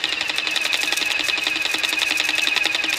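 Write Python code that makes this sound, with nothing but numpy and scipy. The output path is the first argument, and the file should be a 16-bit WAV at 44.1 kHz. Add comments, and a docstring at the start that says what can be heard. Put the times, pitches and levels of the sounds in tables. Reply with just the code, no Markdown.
"""A battery water pistol fires about eleven strokes a second close to a phone in a garden.
Each stroke: the sprung piston slams, bounces, rattles and knocks again, ringing damped modes of the plastic shell.
The gears then whine as they draw it back, sine tones at the tooth rates, and grind as random contacts in the shell.
Sharp ticks of spray, short rings and fizz, come with a close echo over a garden rumble of filtered noise."""
import sys
import numpy as np
from scipy import signal
from scipy.fft import rfft, irfft
from scipy.io import wavfile
from scipy.ndimage import uniform_filter1d

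SR = 44100
rng = np.random.default_rng(int(sys.argv[2]) if len(sys.argv) > 2 else 0)


def inscribe(sig):
    """Save sig as 16-bit PCM at rate SR to the path in sys.argv[1].

    A 1-D sig is mono; a 2-D sig holds one channel per row.
    Samples are clipped to [-1, 1] before scaling.
    """
    pcm = np.round(np.clip(np.atleast_2d(sig).T, -1, 1) * 32767)
    wavfile.write(sys.argv[1], SR, pcm.astype(np.int16))


def ratio_of_db(decibels):
    """Turn decibels (scalar or array-like) into linear amplitude factors; 0 dB maps to 1."""
    return 10 ** (np.asarray(decibels, float) / 20)


N = 131418

# piston slams: start_s, level_db (relative), thump_db (relative)
PISTON_SLAMS = [(0.0394, -6, -40), (0.124, -8.5, -38), (0.2095, -7, -35.5), (0.295, -8.5, -37),
                (0.3829, -9.5, -53), (0.471, -11, -37.5), (0.5614, -6.5, -50), (0.651, -10, -34.5),
                (0.7422, -6, -41), (0.8315, -7, -32.5), (0.924, -3.5, -36), (1.0125, -11, -32.5),
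                (1.1026, -8.5, -70), (1.1938, -10, -29.5), (1.2843, -7.5, -44), (1.3756, -11.5, -33.5),
                (1.4671, -7, -36), (1.557, -10.5, -31), (1.6515, -6.5, -41), (1.741, -9.5, -29.5),
                (1.8351, -7.5, -44.5), (1.9262, -13.5, -35), (2.017, -8, -45), (2.1079, -8.5, -31.5),
                (2.199, -5, -38.5), (2.2885, -9, -31), (2.381, -5, -45), (2.471, -7, -28),
                (2.5633, -8.5, -49), (2.655, -7, -30), (2.7463, -7.5, -45), (2.8382, -10.5, -31),
                (2.928, -4.5, -43)]
# second knock of each stroke: start_s, level_db (relative)
PISTON_REBOUNDS = [(0.0545, -13), (0.138, -18), (0.2248, -18), (0.3089, -19), (0.3981, -17), (0.4865, -18),
                   (0.5743, -7.5), (0.665, -12.5), (0.7545, -13), (0.8453, -16), (0.935, -17),
                   (1.0266, -8.5), (1.117, -9), (1.2079, -10), (1.2981, -6), (1.3893, -22), (1.4809, -12),
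                   (1.5718, -14), (1.6631, -11.5), (1.756, -11.5), (1.848, -5.5), (1.9393, -15),
                   (2.0308, -6), (2.1216, -8), (2.2129, -10.5), (2.3058, -9.5), (2.3943, -13),
                   (2.4852, -11), (2.5766, -4), (2.6669, -9.5), (2.7598, -14), (2.8501, -29),
                   (2.9418, -11.5)]
# stray knocks between strokes: start_s, level_db (relative)
STRAY_KNOCKS = [(0.7309, -9), (0.8746, -15), (0.9742, -14.5)]
# plastic shell modes: pitch_hz, t60_s, slam_db, rebound_db, grind_db (all relative)
SHELL_MODES = [(605, 0.047, -21, -72.5, -31), (820, 0.055, -16.5, -23, -30.5),
               (999, 0.042, -28, -15.5, -36), (1280, 0.079, -22, -20, -24.5),
               (1917, 0.025, -5.5, -7.5, -5.5), (2129, 0.049, -12.5, -19, -11.5), (2570, 0.01, 2.5, 6.5, 4),
               (2906, 0.0069, -9, 1, 3), (3583, 0.0078, 4, 8.5, 2.5), (3908, 0.0068, -13, 10, 1),
               (4696, 0.02, -10.5, -10, -8), (5230, 0.0098, -5.5, -5.5, -34), (6910, 0.011, -8, -11.5, -18),
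               (7810, 0.0018, 2, -14, -78)]
# gear whine under load: centre_s, level_db (relative), pitch_hz (tooth rate before racing and sag)
GEAR_WHINES = [(0.096, -23, 2824), (0.178, -23.5, 2704), (0.259, -24, 2693), (0.348, -23.5, 2600),
               (0.437, -22.5, 2575), (0.526, -20, 2572), (0.618, -20, 2529), (0.707, -20, 2505),
               (0.799, -19.5, 2520), (0.888, -19, 2542), (0.98, -20, 2530), (1.068, -18, 2538),
               (1.159, -18.5, 2541), (1.247, -19.5, 2527), (1.339, -18.5, 2507), (1.429, -19.5, 2529),
               (1.52, -19, 2494), (1.612, -20, 2509), (1.704, -20.5, 2474), (1.795, -21, 2493),
               (1.89, -18.5, 2516), (1.981, -18, 2480), (2.074, -18, 2505), (2.163, -18.5, 2492),
               (2.254, -19, 2519), (2.345, -17.5, 2520), (2.434, -16, 2530), (2.526, -17, 2487),
               (2.619, -17, 2512), (2.707, -19.5, 2488), (2.8, -18.5, 2518), (2.892, -18.5, 2464)]
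# sharp spray ticks: start_s, level_db (relative)
SPRAY_TICKS = [(0.0913, -22), (0.2836, -17.5), (0.361, -18), (0.377, -18), (0.5103, -16.5), (0.5604, -14.5),
               (0.566, -36), (0.6157, -19.5), (0.6434, -16), (0.661, -21), (0.677, -23), (0.7315, -18.5),
               (0.774, -17), (0.8095, -18), (0.8178, -13.5), (0.8379, -19), (0.8574, -20), (0.8748, -22),
               (0.879, -20), (0.8874, -30), (0.9141, -27), (0.927, -15.5), (0.974, -10.5), (1.002, -19),
               (1.0202, -19), (1.058, -15), (1.112, -19), (1.25, -23), (1.261, -19.5), (1.2748, -21),
               (1.438, -14), (1.499, -21), (1.623, -24), (1.664, -24), (1.701, -19), (1.7152, -16),
               (1.739, -18), (1.7848, -15.5), (1.8512, -18), (1.8685, -32), (1.8907, -13.5), (1.8978, -24),
               (1.906, -25), (1.9906, -17), (1.9915, -25), (1.9973, -20), (2.0125, -15), (2.063, -29),
               (2.0649, -27), (2.0825, -27), (2.085, -23), (2.0991, -16), (2.1213, -28), (2.1698, -28),
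               (2.1767, -25), (2.1827, -12.5), (2.2513, -19.5), (2.2552, -21), (2.2672, -27), (2.3083, -30),
               (2.3538, -20.5), (2.385, -20), (2.3901, -29), (2.4189, -17), (2.4368, -13.5),
               (2.4863, -23.5), (2.5764, -20.5), (2.6437, -16), (2.6672, -25), (2.7487, -25), (2.8992, -19),
               (2.9393, -14), (2.9625, -44), (2.97, -16.5), (2.9728, -28)]
# spectrum of garden rumble and faint hiss: pitch_hz, level_db (per Hz, relative)
AIR_SPECTRUM = [(30, -5.5), (55, 5.5), (110, 5), (220, 4), (500, -50), (7000, -13), (16000, -48)]

# piston blows
SLAM_DB, REBOUND_DB, BLOW_SCATTER_DB = -4, -7, 1.5
BOUNCE_S, BOUNCE_DB = .0062, -14.5  # delay and level against the slam
CONTACT_S = .0005
RATTLE_DB, RATTLE_DECAY_S, RATTLE_PER_S = -29, 0.012, 900
# low thump
THUMP_HZ, THUMP_T60_S, THUMP_DB, THUMP_RISE_S = 312.8, 0.14, 3, 0.0024
REBOUND_THUMP_DB = -5.5  # against the slam before it
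# gear whine
WHINE_HALF_S, WHINE_EDGE_S, WHINE_DB, IDLE_WHINE_DB = .012, .012, 2, -14
RACE, RACE_DECAY_S, RACE_DB = 0.33, 0.01, -13  # the motor races after a rebound
SAG_PER_S, LOW_SAG_PER_S = 0.201, 2.2  # fractional fall in pitch under load
TOOTH_JITTER, WOBBLE, FLUTTER_DB = .008, .2, 1.0
SECOND_GEAR, SECOND_DB, SECOND_LATE_S = .655, -19, 0.0076  # slower gear pair: tooth rate ratio
SECOND_IDLE, HALF_DB, LOW_GEAR_DB = 0.28, -32, -31.5
# grinding
GRIND_DB, GRIND_PER_S, GRIND_SPREAD_DB = -30.5, 2500, 0.5
GRIND_SWING_DB, GRIND_DIP_S = 1, 0.02  # quietest this long after each slam
# motor hum
HUM_HZ, HUM_DB = 316.5, -46.5
# spray
TICK_HZ, TICK_T60_S, TICK_DB, TICK_SNAP_DB, TICK_COLOUR_DB = 5990, 0.0015, -1.5, -14.5, 3
SMALL_TICK_DB, SMALL_TICK_PER_S, SMALL_SPREAD_DB = -16.5, 426, 5
SPRAY_ON_S, DRY_DB, WET_DB = .5, -28, -21  # fewer audible small ticks before the water flows
TICK_TAIL_DB, TICK_TAIL_S, CLUSTER_S = -15.5, 0.0021, 0.026
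# surroundings
AIR_DB = -52
ECHO_S, GUN_ECHO_DB, TICK_ECHO_DB = .0045, -25, -4.5
SHELL_CUT_HZ, TOP_HZ = 285, 15500


def level(x, db):
    """Scale to an rms level."""
    return x * ratio_of_db(db) / np.sqrt(np.mean(x ** 2))


def spikes(s, size):
    """Impulses at the given times."""
    out = np.zeros(N, dtype=np.asarray(size).dtype)
    np.add.at(out, np.clip((np.asarray(s) * SR).astype(int), 0, N - 1), size)
    return out


def ring(x, hz, t60):
    """One damped mode, struck by x."""
    pole = np.exp(2j * np.pi * hz / SR - np.log(1000) / (t60 * SR))
    return signal.lfilter([1], [1, -pole], x).imag


def smear(x, decay_s):
    """Give each impulse an exponential tail."""
    return signal.lfilter([1], [1, -np.exp(-1 / (decay_s * SR))], x)


def grains(per_s, spread_db):
    """Random contacts of either sign, a few much stronger."""
    chance, side, strength = rng.random((3, N))
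    return (chance < per_s / SR) * np.sign(side - .5) * ratio_of_db(-spread_db * np.log(strength + .02))


def walk(rate):
    """Smooth random wander, spread 1."""
    k = int(SR / rate)
    w = uniform_filter1d(uniform_filter1d(rng.standard_normal(N), k), k)
    return w / w.std()


def since(s):
    """Seconds since the latest of the given times; 1 before the first."""
    t = np.arange(N) / SR
    k = np.searchsorted(s, t) - 1
    return np.where(k < 0, 1, t - s[k])


def filtered(x, order, hz, kind):
    """Butterworth low or high cut."""
    return signal.sosfilt(signal.butter(order, hz, kind, fs=SR, output="sos"), x)


def piston_blows():
    """Slams, bounces, knocks and rattle strike the same plastic modes through a brief contact."""
    slam, back = np.array(PISTON_SLAMS), np.concatenate([PISTON_REBOUNDS, STRAY_KNOCKS])
    # for each blow and mode: a level scatter and a phase
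    slam_gain, slam_phase = rng.standard_normal((2, len(slam), len(SHELL_MODES)))
    back_gain, back_phase = rng.standard_normal((2, len(back), len(SHELL_MODES)))
    fade = np.exp(-since(slam[:, 0]) / RATTLE_DECAY_S)
    rattle = grains(RATTLE_PER_S, 1.83) * fade * ratio_of_db(RATTLE_DB)
    contact_pole = np.exp(-1 / (CONTACT_S * SR))
    out = 0
    for k, (hz, t60, slam_db, back_db, _) in enumerate(SHELL_MODES):
        hit_db = slam[:, 1] + SLAM_DB + slam_db + BLOW_SCATTER_DB * slam_gain[:, k]
        knock_db = back[:, 1] + REBOUND_DB + back_db + BLOW_SCATTER_DB * back_gain[:, k]
        # the bounce borrows its scatter from the neighbouring mode
        bounce_db = slam[:, 1] + SLAM_DB + BOUNCE_DB + back_db + 2 * slam_gain[:, k - 1]
        blows = spikes(slam[:, 0], ratio_of_db(hit_db) * np.exp(2j * slam_phase[:, k]))
        blows += spikes(back[:, 0], ratio_of_db(knock_db) * np.exp(2j * back_phase[:, k]))
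        blows += spikes(slam[:, 0] + BOUNCE_S, ratio_of_db(bounce_db) * np.exp(2j * slam_phase[:, k - 1]))
        # the mode builds up over the contact time
        turning_pole = contact_pole * np.exp(2j * np.pi * hz / SR)
        push = signal.lfilter([1 - contact_pole], [1, -turning_pole], blows)
        out = out + ring(push + rattle * ratio_of_db(back_db), hz, t60)
    return filtered(out, 2, 7500., "low")


def low_thump():
    """Each slam and second knock gives one low mode a rounded push."""
    slam, back = np.array(PISTON_SLAMS), np.array(PISTON_REBOUNDS)
    thump_db = slam[:, 2] + THUMP_DB
    thuds = spikes(slam[:, 0], ratio_of_db(thump_db))
    thuds += spikes(back[:, 0], ratio_of_db(thump_db + REBOUND_THUMP_DB))
    push = np.hanning(int(THUMP_RISE_S * SR))
    return ring(np.convolve(thuds, 2 * push / push.sum())[:N], THUMP_HZ, THUMP_T60_S)


def under_load(offset_s, half_s):
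    """Soft-edged gate, open within half_s of the middle of a whine."""
    return 1 / (1 + np.exp(np.clip(4 * (np.abs(offset_s) - half_s) / WHINE_EDGE_S, -40, 40)))


def gear_whine():
    """Tooth tones of three gear pairs, the first two loudest while the spring is drawn back."""
    w, t = np.array(GEAR_WHINES), np.arange(N) / SR
    nearest = np.searchsorted((w[1:, 0] + w[:-1, 0]) / 2, t)
    offset = t - w[nearest, 0]
    race = np.exp(-since(np.array(PISTON_REBOUNDS)[:, 0]) / RACE_DECAY_S)
    base_hz = np.interp(t, w[:, 0], w[:, 2])
    sag = 1 - SAG_PER_S * np.clip(offset, -.03, .03)
    tooth_hz = base_hz * (1 + RACE * race + TOOTH_JITTER * walk(409.3)) * sag
    phase = 2 * np.pi * np.cumsum(tooth_hz) / SR

    load = under_load(offset, WHINE_HALF_S)
    wobble = 1 + WOBBLE * np.cos(phase / 8)  # an eccentric eight-tooth pinion
    idle = (ratio_of_db(IDLE_WHINE_DB) + ratio_of_db(RACE_DB) * np.sqrt(race)) * walk(630.0) * (1 - load)
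    first = (load * wobble + idle) * ratio_of_db(FLUTTER_DB * walk(250.0)) * np.sin(phase)

    second_load = under_load(offset - SECOND_LATE_S, 0.018) + SECOND_IDLE
    second = second_load * ratio_of_db(SECOND_DB + 2.8 * walk(140)) * np.sin(SECOND_GEAR * phase)
    # half-rate tone of the slower gear
    half_load = under_load(offset, 0.038) + SECOND_IDLE
    half = half_load * ratio_of_db(HALF_DB + 2.1 * walk(36)) * np.sin(SECOND_GEAR * phase / 2)

    # a quarter of the tooth rate, sagging all stroke long
    low_phase = np.pi / 2 * np.cumsum(base_hz * (1 - LOW_SAG_PER_S * offset)) / SR
    low = ratio_of_db(LOW_GEAR_DB + 2 * walk(41)) * np.sin(low_phase)
    return ratio_of_db(w[nearest, 1] + WHINE_DB) * (first + second + half + low)


def gear_grinding():
    """Dense random gear contacts ring the shell modes and swell once a stroke."""
    start = np.array(PISTON_SLAMS)[:, 0]
    turn = 2 * np.pi * (since(start) - GRIND_DIP_S) / np.median(np.diff(start))
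    contacts = grains(GRIND_PER_S, GRIND_SPREAD_DB) * ratio_of_db(-GRIND_SWING_DB * np.cos(turn))
    out = sum(ratio_of_db(grind_db) * ring(contacts, hz, t60) for hz, t60, _, _, grind_db in SHELL_MODES)
    return level(filtered(out, 2, 7500., "low"), GRIND_DB)


def motor_hum():
    """A low sine whose pitch and level wander."""
    hz = HUM_HZ * (1 + 0.014 * walk(27.3))
    return ratio_of_db(HUM_DB + 2 * walk(20)) * np.sin(2 * np.pi * np.cumsum(hz) / SR)


def spray_ticks():
    """A bright snap, a very short ring and a fizz; weaker ones cluster round the strong ones."""
    start, tick_db = np.transpose(SPRAY_TICKS)
    colour_db = TICK_COLOUR_DB * np.clip(rng.standard_normal((len(start), 4)), -1.5, 1.5)
    strong = spikes(start, ratio_of_db(tick_db))
    k = int(CLUSTER_S * SR)
    cluster = k * uniform_filter1d(uniform_filter1d(strong, k), k)
    busy = cluster + ratio_of_db(np.where(np.arange(N) < SPRAY_ON_S * SR, DRY_DB, WET_DB))
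    small = grains(SMALL_TICK_PER_S, SMALL_SPREAD_DB) * busy * ratio_of_db(SMALL_TICK_DB)
    rings = ring(small, TICK_HZ, TICK_T60_S)
    for k, ratio in enumerate((.84, 1.02, 1.4)):
        hits = spikes(start, ratio_of_db(tick_db + TICK_DB + colour_db[:, k]))
        rings += ring(hits, TICK_HZ * ratio, TICK_T60_S)
    snap = ring(spikes(start, ratio_of_db(tick_db + colour_db[:, -1])) + small, 11200.0, 0.001)
    fizz = smear(strong + np.abs(small), TICK_TAIL_S) * rng.standard_normal(N) * ratio_of_db(TICK_TAIL_DB)
    return rings + ratio_of_db(TICK_SNAP_DB) * snap + ring(fizz, 6780.0, 0.00044)


def garden_air():
    """Steady coloured noise whose level drifts a little."""
    hz, (point_hz, point_db) = np.fft.rfftfreq(N, 1 / SR), np.transpose(AIR_SPECTRUM)
    shape = ratio_of_db(np.interp(np.log(hz + 1), np.log(point_hz), point_db))
    noise = irfft(rfft(rng.standard_normal(N)) * shape, N)
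    return level(noise, AIR_DB) * ratio_of_db(walk(21))


def scene():
    """The pistol and the ticks, each heard directly and by one close echo, over the garden air."""
    gun = piston_blows() + low_thump() + gear_whine() + gear_grinding() + motor_hum()
    gun = filtered(gun, 6, SHELL_CUT_HZ, "high")
    tick = filtered(spray_ticks(), 2, 3500., "high")
    reflected = ratio_of_db(GUN_ECHO_DB) * gun + ratio_of_db(TICK_ECHO_DB) * tick
    echo = np.concatenate([np.zeros(int(ECHO_S * SR)), reflected])[:N]
    return (gun + tick + echo + garden_air())[None]


def band_limit(x):
    """A steep low-pass at the top of the band."""
    return signal.sosfilt(signal.butter(12, 16810, fs=SR, output="sos"), x)


def record(dry):
    """The phone rounds the loudest peaks and cuts the top."""
    soft = .9 * np.tanh(dry / .9)
    finished = signal.sosfilt(signal.ellip(8, .2, 50, TOP_HZ, fs=SR, output="sos"), soft)
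    return band_limit(finished)


dry = scene()
out = record(dry)
inscribe(out)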